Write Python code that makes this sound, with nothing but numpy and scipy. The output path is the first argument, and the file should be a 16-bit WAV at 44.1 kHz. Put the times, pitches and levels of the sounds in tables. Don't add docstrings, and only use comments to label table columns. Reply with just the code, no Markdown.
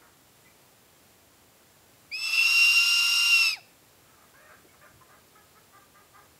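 import sys
import numpy as np
from scipy import signal
from scipy.fft import rfft, irfft
from scipy.io import wavfile
from scipy.ndimage import uniform_filter1d

SR = 44100
rng = np.random.default_rng(int(sys.argv[2]) if len(sys.argv) > 2 else 0)


def bounce(signal):
    frames = np.transpose(np.atleast_2d(signal))
    limited = np.clip(frames, -1, 1)
    pcm = np.round(limited * 32767).astype(np.int16)
    wavfile.write(sys.argv[1], SR, pcm)


N = 281799
TIME = np.arange(N) / SR

# frequency_hz, relative_db
AIR_SPECTRUM = [(18, -46), (30, -9.5), (130, -1), (169, -4.5), (270, -5), (333, -5), (390, -5.5), (832, -8),
                (900, -9.5), (2140, -13), (7300, -17), (15600, -17.5)]
# start_s, length_s, pitch_hz, level_db, roughness (0-1)
HEN_CLUCKS = [(0.0, 0.082, 471.4, -60.5, 0.64), (4.04, .13, 438, -65, 0.68), (4.162, .098, 411.4, -63, 0.6),
              (4.333, 0.052, 536, -58.5, 0.37), (4.37, .14, 616.5, -60, 0.4),
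              (4.482, 0.071, 518, -55.5, 0.85), (4.73, 0.032, 420, -60.5, 0.8),
              (4.809, 0.045, 589, -56, 0.3), (4.843, .031, 518, -56.5, 0.62),
              (5.007, 0.022, 339, -55.5, 0.46), (5.082, .078, 398.5, -57.5, 0.48),
              (5.351, 0.032, 420.5, -54.5, .1), (5.547, 0.041, 419, -59, .37),
              (5.723, 0.068, 396, -56.5, 0.44), (5.938, .075, 404, -58, .42),
              (6.133, 0.069, 411.3, -54.5, 0.48)]
# centre_hz, width_hz, gain_db
HEN_RESONANCES = [(620, 255, -6.5), (1287, 390, 0.5), (1540, 570, -7.5), (2080, 450, -11.5)]
# start_s, length_s, start_hz, end_hz, level_db
BIRD_CHIRPS = [(.445, 0.031, 1966, 2086, -66), (0.458, 0.028, 2470, 2170, -65.5),
               (.92, 0.06, 525, 514, -70.5), (4.68, 0.03, 2070, 2360, -66)]
# time_s, level_db
WHISTLE_CONTOUR = [(2.115, -39), (2.147, -32), (2.199, -40), (2.275, -31), (2.319, -35), (2.339, -24.5),
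                   (2.371, -31.5), (2.383, -21.5), (2.533, -24), (2.565, -20), (2.709, -19), (2.737, -26),
                   (2.773, -18), (2.843, -24.5), (2.867, -22.5), (3.131, -24.5), (3.317, -21.5),
                   (3.333, -17), (3.485, -26.5), (3.501, -37), (3.541, -33), (3.56, -50.5)]
# centre_hz, width_hz, gain_db
EAGLE_RESONANCES = [(744, 190, -23.5), (1253, 400, -14.5), (1710, 500, -26.5), (2340, 430, -13.5),
                    (2767, 270, 0), (3094, 64, -5), (3430, 160, -13.5), (3834, 410, -7), (4480, 140, -8),
                    (4873, 320, -2), (5333, 175, 7), (6420, 500, -13), (7470, 5800, -21.5),
                    (8285, 310, -11), (10740, 650, -17.5), (12270, 310, -14.5), (13260, 930, -21),
                    (14500, 2600, -36)]
COMBINATION_TONES = [-13, 3.5, -3.5, -21.5, -14.5]
HALF_PITCH_PARTIALS = [0, -1.3, -2]
# start_s, length_s, centre_hz, level_db
DISTANT_THUDS = [(4.623, 0.074, 390, -61.5), (4.87, 0.16, 124, -63.5)]

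START_S, HOARSE_S, JUMP_S, LOCK_S, COLLAPSE_S, END_S = 2.113, 2.275, 2.45, 2.77, 3.553, 3.605


def amp(db):
    return 10 ** (np.asarray(db) / 20)


def unit(x):
    return x / np.sqrt(np.mean(x ** 2) + 1e-20)


def add(mix, start_s, sound):
    part = mix[max(round(start_s * SR), 0):][:len(sound)]
    part += sound[:len(part)]


def wander(rate_hz):
    hz = np.fft.rfftfreq(N, 1 / SR)
    return unit(irfft(rfft(rng.standard_normal(N)) / np.sqrt(1 + (hz / rate_hz) ** 4), N))


def humps(modes, hz):
    power = sum(amp(db) ** 2 * .5 ** ((2 * (hz - centre) / width) ** 2) for centre, width, db in modes)
    return np.sqrt(power + 1e-12)


def step(at_s, width_s):
    return .5 + .5 * np.tanh((TIME - at_s) / width_s)


def phase_of(hz):
    return 2 * np.pi * np.cumsum(hz) / SR


def outdoor_air(level_db=-58, whine_hz=7350, rumble_hz=83, low_cut_hz=58):
    hz = np.fft.rfftfreq(N, 1 / SR)
    points_hz, points_db = np.transpose(AIR_SPECTRUM)
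    colour = amp(np.interp(np.log(hz + 1), np.log(points_hz), points_db))
    colour *= 1 + .49 * humps([(whine_hz, 450, 0)], hz) + .304 * humps([(rumble_hz, 17, 0)], hz)
    colour *= .4 + .57 / (1 + (low_cut_hz / (hz + 1)) ** 8)
    swell = amp(.3 * wander(3))
    return amp(level_db) * swell * unit(irfft(rfft(rng.standard_normal(N)) * colour, N))


def hen(arch=.081, jitter=.023, usual_hz=455):
    out, shake = np.zeros(N), jitter * wander(120)
    for start_s, length_s, pitch_hz, level_db, rough in HEN_CLUCKS:
        size = int(length_s * SR)
        bend = arch * (np.sin(2.14 * np.linspace(0, 1, size)) - .8)
        phase = phase_of(pitch_hz * (1 + bend + shake[round(start_s * SR):][:size]))
        pulses = sum(np.cos(k * phase) for k in range(1, 7))
        drive = (1 - rough) * pulses + rough * 3.5 * rng.standard_normal(size)
        beak = (pitch_hz / usual_hz) ** .46
        voice = irfft(rfft(drive) * humps(HEN_RESONANCES, np.fft.rfftfreq(size, 1 / SR) / beak), size)
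        add(out, start_s, amp(level_db) * unit(voice) * signal.windows.tukey(size, .4))
    return out


def yard_echoes(sound, t60_s, treble_hz):
    taps = rng.choice([-1., 1.], SR) * (rng.random(SR) < 2000 / SR) * (np.arange(SR) > .004 * SR)
    hz, t, spectrum = signal.stft(taps, SR, nperseg=256)
    decay = amp(-60 * t * (1 + hz[:, None] / treble_hz) / t60_s)
    tail = signal.istft(spectrum * decay, SR, nperseg=256)[1]
    return signal.fftconvolve(sound, tail / np.linalg.norm(tail))[:N]


def small_birds():
    out = np.zeros(N)
    for start_s, length_s, start_hz, end_hz, level_db in BIRD_CHIRPS:
        hz = np.linspace(start_hz, end_hz, int(length_s * SR))
        add(out, start_s, amp(level_db) * unit(np.sin(phase_of(hz)) * np.hanning(len(hz))))
    return out


def scream_pitch(whistle_db, jumped, ceiling_hz=2793.4, lift_hz=18, sag_hz_per_db=4):
    t = np.clip(TIME, START_S, END_S)
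    scoop_hz = 420 * np.exp((START_S - t) / .026)
    climb_hz = 172 * np.exp((START_S - t) / .3)
    droop_hz = 741 * np.exp((t - END_S) / .082)
    drop_hz = 791.5 * step(COLLAPSE_S + .007, .0188)
    surge_db = whistle_db - uniform_filter1d(whistle_db, size=SR // 4)
    held = jumped * (1 - step(COLLAPSE_S - .15, .03))
    sag_hz = sag_hz_per_db * surge_db * held
    return ceiling_hz - scoop_hz - climb_hz - droop_hz - drop_hz - lift_hz * (1 - jumped) - sag_hz


def breath(build_s=.11, fail_s=.03):
    t = np.clip(TIME, START_S, COLLAPSE_S)
    return -29 * np.exp((START_S - t) / build_s) - 18.5 * np.exp((t - COLLAPSE_S) / fail_s)


def eagle(flutter_hz=262, rough_start=.092, rough_peak=.99, rough_held=.336, rasp_db=-28.5):
    contour_s, contour_db = np.transpose(WHISTLE_CONTOUR)
    whistle_db = np.interp(TIME, contour_s, contour_db)
    breath_db, jumped = breath(), step(JUMP_S, .012)
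    pitch_hz = scream_pitch(whistle_db, jumped)
    rough = rough_start + (rough_peak - rough_start) * step(HOARSE_S, .02)
    rough += (rough_held - rough_peak) * jumped
    stretch = (pitch_hz / pitch_hz.max()) ** .52
    fade = amp(-700 * np.maximum(TIME - COLLAPSE_S, 0))

    octave_db = -33.5 + 4 * jumped + .18 * (whistle_db - np.median(contour_db)) + 2 * wander(23)
    octave_db -= 5 * (rough - rough_held)
    octave_gain = amp(octave_db) * step(START_S + .013, .011) * (1 - step(COLLAPSE_S - .016, .011))
    strain = amp(.5 * breath_db)
    flutter = strain * np.sin(phase_of(flutter_hz * (1 + .042 * wander(60))))
    jitter = .0029 * wander(67.8) + .013 * rough * wander(437)
    phase = phase_of(pitch_hz * (1 + jitter)) + .11 * flutter
    whistle_gain = amp(whistle_db + 2.5 + 1.5 * rough * wander(35)) * fade ** .3
    whistle = whistle_gain * np.cos(phase) + octave_gain * np.cos(2 * phase)
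    stutter = .3 * rough ** 2 * wander(130)
    whistle *= 1 + .03 * flutter + stutter

    upper = sum(humps(EAGLE_RESONANCES, k * pitch_hz / stretch) * np.cos(k * phase) / (k - 2)
                for k in range(3, 6))
    hoarse = amp(-1) * octave_gain * upper * (1 - step(COLLAPSE_S - .08, .048))
    hoarse += amp(rasp_db + breath_db) * rasp(phase, flutter, stretch)
    hoarse += second_voice(phase, breath_db, stretch, jumped)
    gate = np.clip((TIME - START_S) / .0055, 0, 1) * np.clip((END_S - TIME) / .02, 0, 1)
    return gate * (whistle + half_pitch(phase, breath_db, fade)) + off_the_roof(gate * fade * hoarse)


def rasp(phase, flutter, stretch):
    puffs = rng.standard_normal(N) * (1 + .37 * np.cos(phase)) * (1 + .16 * flutter)
    hz, t, spectrum = signal.stft(puffs, SR, nperseg=512, noverlap=384)
    throat = humps(EAGLE_RESONANCES, hz[:, None] / np.interp(t, TIME, stretch))
    return unit(signal.istft(spectrum * throat, SR, nperseg=512, noverlap=384)[1][:N])


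def off_the_roof(sound, t60_s=.078, reflection_db=-4):
    t = np.arange(SR // 10) / SR
    taps = rng.choice([-1., 1.], len(t)) * (rng.random(len(t)) < 1500 / SR)
    taps *= amp(-60 * t / t60_s) * (t > .001)
    reflections = signal.fftconvolve(sound, taps / np.linalg.norm(taps))[:N]
    return (sound + amp(reflection_db) * reflections) / np.hypot(1, amp(reflection_db))


def second_voice(phase, breath_db, stretch, jumped, low_hz=3443, high_hz=3886, fuzz=.0221):
    hz = (low_hz + (high_hz - low_hz) * jumped) * stretch ** .35
    level_db = -44 + 3.5 * jumped + .9 * breath_db
    own_phase = phase_of(hz * (1 + fuzz * wander(402)))
    return sum(amp(level_db + db) * np.cos(own_phase + shift * phase)
               for shift, db in enumerate(COMBINATION_TONES, start=-1))


def half_pitch(phase, breath_db, fade, slip_hz=110, flat_hz=40, tire_db_per_s=5):
    locked = step(LOCK_S, .016)
    slip = phase_of((1 - locked) * (slip_hz * wander(307.5) - flat_hz))
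    held_db = -43 + locked * (4.5 - tire_db_per_s * (TIME - LOCK_S)) + 1.15 * breath_db
    held = amp(held_db) * (1 - step(COLLAPSE_S - .025, .008))
    squeak = amp(-47) * step(COLLAPSE_S + .0099, .006)
    return (held + squeak) * sum(amp(db) * fade ** k * np.cos((k + .5) * phase + slip)
                                 for k, db in enumerate(HALF_PITCH_PARTIALS))


def thuds():
    out = np.zeros(N)
    for start_s, length_s, centre_hz, level_db in DISTANT_THUDS:
        size = int(length_s * SR)
        band = humps([(centre_hz, .62 * centre_hz, 0)], np.fft.rfftfreq(size, 1 / SR))
        body = irfft(rfft(rng.standard_normal(size)) * band, size)
        add(out, start_s, amp(level_db) * unit(body * np.hanning(size)))
    return out


def scene():
    near, far = eagle(), hen() + small_birds()
    near = near + amp(-21) * yard_echoes(near, t60_s=.48, treble_hz=20000)
    far = amp(-1) * far + amp(-2) * yard_echoes(far, t60_s=.45, treble_hz=7000)
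    return (near + far + thuds() + outdoor_air())[None]


def record(dry):
    low_pass = signal.firwin(1023, cutoff=15750, window=("kaiser", 10), fs=SR)
    return signal.oaconvolve(dry, low_pass[None], "same")


dry = scene()
out = record(dry)
bounce(out)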